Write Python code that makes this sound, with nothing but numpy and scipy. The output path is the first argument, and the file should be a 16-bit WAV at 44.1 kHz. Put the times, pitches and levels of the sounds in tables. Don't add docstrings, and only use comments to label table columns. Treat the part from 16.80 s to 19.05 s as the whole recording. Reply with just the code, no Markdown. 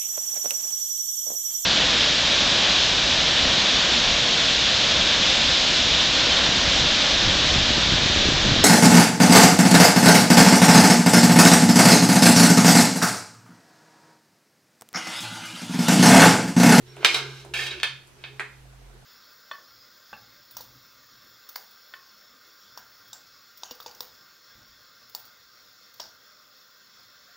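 import sys
import numpy as np
from scipy import signal
from scipy.fft import rfft, irfft
from scipy.io import wavfile
from scipy.ndimage import uniform_filter1d

SR = 44100
rng = np.random.default_rng(int(sys.argv[2]) if len(sys.argv) > 2 else 0)


def dump_mix(stems):
    frames = np.atleast_2d(stems).T
    limited = np.clip(frames, -1, 1)
    pcm = np.round(limited * 32767).astype(np.int16)
    wavfile.write(sys.argv[1], SR, pcm)


def volts(x):
    e = np.asarray(x, float) / 20
    return 10 ** e


N = 99225

# (frequency [Hz], width [Hz], level [dB])
MIDDLE_MODES = [(785, 26.6, -37.5), (990, 24, -15.5), (1520, 81, -3), (1780, 97, 9.5), (2315, 130, -6),
                (2575, 160, 9), (3230, 140, 5.5), (3620, 150, 4.5), (4380, 160, -2), (4540, 92, -5)]


def evened(x):
    return x / np.sqrt(np.mean(x ** 2) + 1e-20)


def read(points, hz):
    f, value = np.transpose(points)
    return np.interp(np.log(hz + 1), np.log(f + 1), value)


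def resonate(x, hz, width):
    turn = np.exp(2j * np.pi * np.cumsum(hz * np.ones(len(x))) / SR)
    r = np.exp(-np.pi * width / SR)
    return 2 * (turn * signal.lfilter([1 - r], [1, -r], x / turn)).real


def tone(hz, level):
    return np.sqrt(2) * level * np.sin(2 * np.pi * np.cumsum(hz) / SR)


def causal(points, tilt_db=0):
    hz = abs(np.fft.fftfreq(1024, 1 / SR))
    flat = volts(read(points, hz))
    log = np.log(flat * volts(tilt_db * np.log2((hz + 100) / 2500)))
    impulse = np.fft.ifft(np.exp(np.conj(signal.hilbert(log)))).real[:512]
    return impulse / np.sqrt(np.mean(flat ** 2))


def air():
    # (frequency [Hz], level [dB])
    noise_spectrum = [(25, 0), (100, -3), (200, -4), (430, -7), (1330, -10.5), (5730, -17.5), (13600, -26),
                      (16000, -35)]
    # (frequency [Hz], correlation [0-1])
    coherence = [(60, 0.27), (400, 0.067), (2400, 0.11), (15000, 0.0091)]
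    level_db, patchy_db = -55.5, 1.2
    frames, hz = N // 256 + 5, np.fft.rfftfreq(1024, 1 / SR)
    a, b, c, d, patches = rng.standard_normal((frames, 513, 5)).T
    patches = evened(uniform_filter1d(uniform_filter1d(patches, 12, 0), 10, 1))
    same = read(coherence, hz)[:, None]
    left = a + 1j * b
    right = same * left + np.sqrt(1 - same ** 2) * (c + 1j * d)
    z = np.array([left, right]) * volts(read(noise_spectrum, hz)[:, None] + patchy_db * patches)
    return volts(level_db) * evened(signal.istft(z, nperseg=1024, noverlap=768)[1][:, :N])


def traffic():
    # (time [s], frequency [Hz], level [dB])
    rumble = [
        (0, 62.6, -64),
        (0.6, 65, -58.5),
        (1.2, 64, -63),
        (1.6, 60.24, -67.5),
        (2.25, 55, -69),
    ]
    width_hz = 6
    t, (s, hz, db) = np.arange(N) / SR, np.transpose(rumble)
    f = np.interp(t, s, hz)
    noise = resonate(resonate(rng.standard_normal(N), f, width_hz), f, 3 * width_hz)
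    return volts(np.interp(t, s, db)) * evened(noise)


def passing():
    # (time [s], frequency [Hz], level [dB])
    engine = [
        (1.55, 68.4, -75),
        (1.68, 60.6, -59),
        (1.82, 54.7, -55),
        (1.96, 49.2, -52),
        (2.1, 44.5, -48.5),
        (2.18, 43, -53.5),
        (2.25, 41.8, -65.5),
    ]
    t, (s, hz, db) = np.arange(N) / SR, np.transpose(engine)
    return tone(np.interp(t, s, hz), volts(np.interp(t, s, db, -120)))


def fridge():
    # (time [s], frequency [Hz], level [dB])
    hum_path = [(0, 124, -54), (0.2, 135.5, -48.5), (0.27, 132.7, -60.5), (0.4, 136.4, -44.5),
                (0.49, 134, -41.5), (0.65, 132.5, -51.5), (0.86, 132.9, -45.5), (1.02, 130, -59.5),
                (1.13, 133.8, -49), (1.3, 130.7, -64.5), (1.501, 131.8, -50.5), (1.7, 130.6, -56),
                (1.9, 129.9, -52.5), (2.101, 129, -59), (2.25, 128, -55)]
    t, (s, hz, db) = np.arange(N) / SR, np.transpose(hum_path)
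    return tone(np.interp(t, s, hz), volts(np.interp(t, s, db)))


def motor():
    # (time [s], level [dB])
    ticks = [
        (1.853, -52),
        (1.933, -51),
        (2.016, -51),
        (2.101, -53),
        (2.226, -51.5),
    ]
    out = np.zeros(N)
    for s, db in ticks:
        u = np.maximum(np.arange(N) / SR - s, 0)
        out += volts(db) * u / 0.003 * np.exp(1 - u / 0.0024) * np.sin(2 * np.pi * 710.6 * u)
    return out


def rub():
    # (time [s], level [dB])
    rubbing = [(0, -57), (0.15, -58), (0.19, -45), (0.36, -40.5), (0.501, -49.5), (0.62, -60.5),
               (0.67, -49.5), (0.86, -51.5), (0.98, -45.5), (1.1, -63), (1.3, -69.5), (1.38, -63.5),
               (1.55, -58.5), (1.8, -70.5), (2.1, -73), (2.15, -58), (2.25, -77.5)]
    # (frequency [Hz], width [Hz], level [dB])
    low_modes = [(361.6, 22.6, 2.1), (415.6, 22.3, 0.88)]
    # (start [s], length [s], frequency [Hz], width [Hz], level [dB])
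    squeak = (0.07, 0.09, 5525, 12, -59)
    t, (s, db) = np.arange(N) / SR, np.transpose(rubbing)
    low = evened(sum(volts(d) * resonate(rng.standard_normal(N), hz, w) for hz, w, d in low_modes))
    start, length, hz, w, squeak_db = squeak
    arch = np.sin(np.pi * np.clip((t - start) / length, 0, 1)) ** .5
    thin = evened(resonate(rng.standard_normal(N), hz, w))
    return low * volts(np.interp(t, s, db)) + volts(squeak_db) * arch * thin


def ring(modes, tilt_db, crack_db):
    # (frequency [Hz], level [dB])
    crack_spectrum = [(200, -23), (750, -15.5), (1400, 1.5), (2800, 11), (4500, 3), (7000, -8),
                      (11000, -18), (16000, -28)]
    t, body = np.arange(6000) / SR, 0
    for hz, w, db in modes:
        gain = volts(db + tilt_db * np.log2(hz / 2500))
        body = body + gain * w * np.exp(-np.pi * w * t) * np.sin(2 * np.pi * hz * t)
    body /= np.sqrt(sum(volts(2 * db) * w for hz, w, db in modes) * SR / (4 * np.pi))
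    body[:512] += volts(crack_db) * causal(crack_spectrum, tilt_db)
    return body


def chatter(z, ms):
    t = np.arange(len(z)) / SR * 1000
    shape = np.minimum(t / 0.288, 1) * np.exp(-t / ms)
    for _ in range(8):
        envelope = np.sqrt(abs(uniform_filter1d(z ** 2, 40)) + 1e-12)
        spectrum = rfft(z / envelope * shape)
        z = irfft(spectrum / abs(spectrum))
    return z * shape ** .5


def burst(z, ms, response, order, top_hz):
    sound = np.convolve(chatter(z, ms), response)
    sound = signal.lfilter(*signal.butter(order, top_hz, fs=SR), sound)
    return sound / abs(sound).max()


def hits(table, modes, crack_db=-0.5):
    out = np.zeros(N + 9000)
    for (s, db, tilt_db, ms, top_hz), z in zip(table, rng.standard_normal((len(table), 1500))):
        sound = burst(z, ms, ring(modes, tilt_db, crack_db), 4, top_hz)
        out[round(s * SR):][:len(sound)] += volts(db) * sound
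    return out[:N]


def stroke(curve, modes):
    grains_per_s, spread_db, grit_db = 2500, 2, -0.5
    s, db, tilt_db = np.transpose(curve)
    t = np.arange(N) / SR
    sizes = volts(spread_db * np.minimum(rng.exponential(1, N), 2.6))
    slips = sizes * (rng.random(N) < grains_per_s / SR) * rng.choice([-1, 1], N)
    force = evened(slips) * volts(np.interp(t, s, db, -120, -120))
    bright = np.clip(np.interp(t, s, tilt_db) / 8 + .5, 0, 1)
    out = 0
    for part, end_db in ((1 - bright, -4), (bright, 4)):
        out = out + signal.oaconvolve(force * part, ring(modes, end_db, grit_db))[:N]
    return out


def thuds():
    # (frequency [Hz], width [Hz], level [dB])
    thud_modes = [(445, 120, 2.5), (690, 230, 4), (934, 230, -1), (2250, 500, -23)]
    # (time [s], peak [dB], tilt [dB/octave], contact [ms], treble edge [Hz])
    thud_blows = [
        (0.166, -33, 0, 5.3, 3000),
        (0.229, -23, 0, 5.7, 2490),
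        (0.647, -34.5, 0.0072, 4, 1800),
    ]
    return hits(thud_blows, thud_modes)


def food():
    # (frequency [Hz], width [Hz], level [dB])
    food_modes = [(415, 49, 0.5), (770, 50, -30), (1042, 53, -26), (1404, 40, -15), (1646, 150, 1.5),
                  (1957, 210, 6.5), (2150, 390, 3), (2426, 130, 3), (3160, 81, -29), (4670, 110, -36)]
    # (time [s], peak [dB], tilt [dB/octave], contact [ms], treble edge [Hz])
    food_blows = [
        (1.5955, -16, -1.2, 5.8, 4800),
        (1.605, -21.5, -1.8, 4.8, 3460),
    ]
    # (time [s], pressure [dB], tilt [dB/octave])
    cutting = [
        (1.38, -67, -5),
        (1.43, -66.5, -2),
        (1.45, -58.5, 1),
        (1.5, -67, -2),
        (1.55, -78, 10),
        (1.59, -79, 1),
    ]
    return hits(food_blows, food_modes, -7) + stroke(cutting, MIDDLE_MODES)


def scrapes():
    # (frequency [Hz], width [Hz], level [dB])
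    drag_modes = [(436, 30, 1), (1586, 220, 2.5), (2190, 90, 1.5), (2420, 93, 2), (3037, 150, -8.5),
                  (3920, 150, -8), (4150, 160, -8), (5430, 300, -15)]
    slide_modes = [(812, 12, -30), (1800, 143, -4), (2340, 69, -12), (2560, 60, 3), (2766, 80, 2.5),
                   (3296, 140, -1.5), (3810, 90, -4.5), (4780, 395, -15.5)]
    # (time [s], pressure [dB], tilt [dB/octave])
    drag_path = [(0.06, -61, 5), (0.1, -63.5, 0.5), (0.2, -56, 0), (0.245, -42.5, -6.5), (0.27, -43, 3),
                 (0.3, -38.5, 2.5), (0.335, -35.5, 2), (0.35, -28, 2.5), (0.38, -36, 2), (0.43, -48, -1.5),
                 (0.6, -53.5, 3.5), (0.7, -78, 26)]
    slide_path = [(0.737, -35, -4.5), (0.76, -36, 1.5), (0.785, -37.5, 5), (0.8, -34.5, 1.5),
                  (0.83, -36, 1), (0.855, -43, 4.5), (0.868, -35, 3), (0.9, -53.5, -2), (0.915, -39.5, -10),
                  (0.95, -49, -1.4), (1.02, -60.5, 3)]
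    return stroke(drag_path, drag_modes) + stroke(slide_path, slide_modes)


def snaps():
    # (time [s], peak [dB], length [ms], treble edge [Hz])
    tine_snaps = [(0.165, -44, 3.5, 11900), (0.2485, -17.5, 5.4, 16100), (0.344, -26.5, 4.3, 16000),
                  (0.607, -49, 4, 14000), (0.649, -44.5, 3.8, 14100), (0.741, -31, 4, 15000),
                  (0.864, -48, 1.7, 15000), (0.911, -47, 3, 8950), (0.926, -51, 1.004, 9000),
                  (1.0327, -24, 3.2, 14100), (1.272, -49, 9.1, 16000), (1.599, -36.5, 6, 9800)]
    # (frequency [Hz], level [dB])
    snap_spectrum = [(1500, -39.5), (4000, -26), (7000, 2.5), (10000, 1), (14000, -9), (16500, -22.5)]
    out, response = np.zeros(N + 9000), causal(snap_spectrum)
    for (s, db, ms, top_hz), z in zip(tine_snaps, rng.standard_normal((len(tine_snaps), 1500))):
        sound = burst(z, ms, response, 3, top_hz)
        out[round(s * SR):][:len(sound)] += volts(db) * sound
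    return out[:N]


def catches():
    # (time [s], peak [dB], frequency [Hz], width [Hz])
    caught_modes = [(0.344, -16.5, 3843, 57), (0.739, -27, 3750, 83), (0.762, -28, 2305, 40),
                    (0.791, -22, 1778, 38), (0.792, -23.5, 2560, 46), (0.81, -26.5, 3297, 62),
                    (0.817, -29, 1800, 30), (0.862, -30.5, 1800, 32), (0.908, -24.5, 3810, 50),
                    (0.29, -21, 2404, 25), (0.292, -24.5, 2179, 20), (0.272, -25.5, 3700, 87),
                    (0.2467, -10, 1615, 70), (0.2461, -14.5, 1345, 45), (0.2468, -20, 914, 51),
                    (0.247, -13, 3745, 45), (0.247, -15.5, 3045, 50), (0.246, -30, 190, 55),
                    (1.032, -20.5, 2575, 35), (1.032, -24, 1780, 87), (1.597, -42.5, 415, 7.2)]
    rise_s, out = 0.0013, np.zeros(N)
    for s, db, hz, width in caught_modes:
        u = np.maximum(np.arange(N) / SR - s, 0)
        swell = (1 - np.exp(-u / rise_s)) * np.exp(-np.pi * width * u)
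        out += volts(db) * swell * np.sin(2 * np.pi * hz * u)
    return out


def taps():
    # (frequency [Hz], width [Hz], level [dB])
    rim_modes = [(430, 260, -18), (1000, 23, -16), (1345, 47, -3.5), (1573, 164, 0), (2270, 59, -1.5),
                 (2450, 110, 7), (3093, 220, 0.5), (3745, 137, 6), (4200, 170, -4), (4840, 260, -2),
                 (5980, 270, -9), (7460, 260, -3.5)]
    # (time [s], peak [dB], tilt [dB/octave], contact [ms], treble edge [Hz])
    rim_blows = [
        (0.2465, -0.5, -1.5, 3.1, 7400),
        (0.3445, -13, -2.5, 6.1, 9000),
        (0.739, -17.5, 1, 2.9, 7200),
    ]
    middle_blows = [
        (1.031, -8.5, 0.28, 4.6, 5950),
        (1, -26, 0.65, 2.6, 7800),
        (1.439, -25, -1.6, 6.8, 4600),
    ]
    return hits(rim_blows, rim_modes) + hits(middle_blows, MIDDLE_MODES)


def kitchen(x):
    # (frequency [Hz], t60 [s])
    decay = [(200, 0.12), (1000, .34), (2500, 0.37), (6000, 0.36), (10000, 0.24), (15000, 0.12)]
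    # (frequency [Hz], share [0-1])
    shared_tail = [(300, 0.27), (2500, 0.76), (9000, 0.088)]
    # (delay [s], left [dB], right [dB])
    echoes = [
        (.0014, -13, -22),
        (.0045, -19, -10),
        (.008, -7.5, -22.5),
        (.013, -18.5, -6),
    ]
    tail_db, ports_db = -2, -7
    pulses = np.zeros((3, SR // 2))
    at = np.arange(200, SR // 2 - 10, 10) + rng.integers(0, 10, (3, (SR // 2 - 201) // 10))
    np.put_along_axis(pulses, at, rng.choice([-1., 1.], at.shape), 1)
    hz, t, z = signal.stft(pulses, SR, nperseg=256)
    same = read(shared_tail, hz)[:, None]
    z = np.sqrt(same) * z[2] + np.sqrt(1 - same) * z[:2]
    tail = signal.istft(z * volts(-60 * t / read(decay, hz)[:, None]), SR, nperseg=256)[1]
    tail *= volts(tail_db) / np.linalg.norm(tail[0])
    tail[:, 1] += 1
    tail[:, :3] += volts(ports_db) * np.outer([1, -1], [1, 0, -1])
    for k, (s, left_db, right_db) in enumerate(echoes):
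        tail[0, round(s * SR)] += volts(left_db)
        tail[1, round(s * SR) + 3 * k] += volts(right_db)
    return signal.fftconvolve(x[None], tail, axes=1)[:, :N]


def scene():
    background = air() + traffic() + passing() + fridge() + motor() + rub()
    caught = catches()
    plate = thuds() + food() + scrapes() + snaps() + volts(-7) * caught + taps()
    radiates = signal.butter(3, 383, "high", fs=SR, output="sos")
    plate = signal.sosfilt(radiates, plate)
    balance_db = [[-1], [1]]
    return (background + caught + kitchen(plate)) * volts(balance_db)


def low_pass(x):
    return signal.sosfilt(signal.butter(12, 16440, fs=SR, output="sos"), x)


def record(dry):
    overload, edge_hz = .86, 16300
    edge = signal.firwin(255, edge_hz, window=("kaiser", 9), fs=SR)[None]
    finished = signal.oaconvolve(np.clip(dry, -overload, overload), edge, "same")
    return low_pass(finished)


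dry = scene()
out = record(dry)
dump_mix(out)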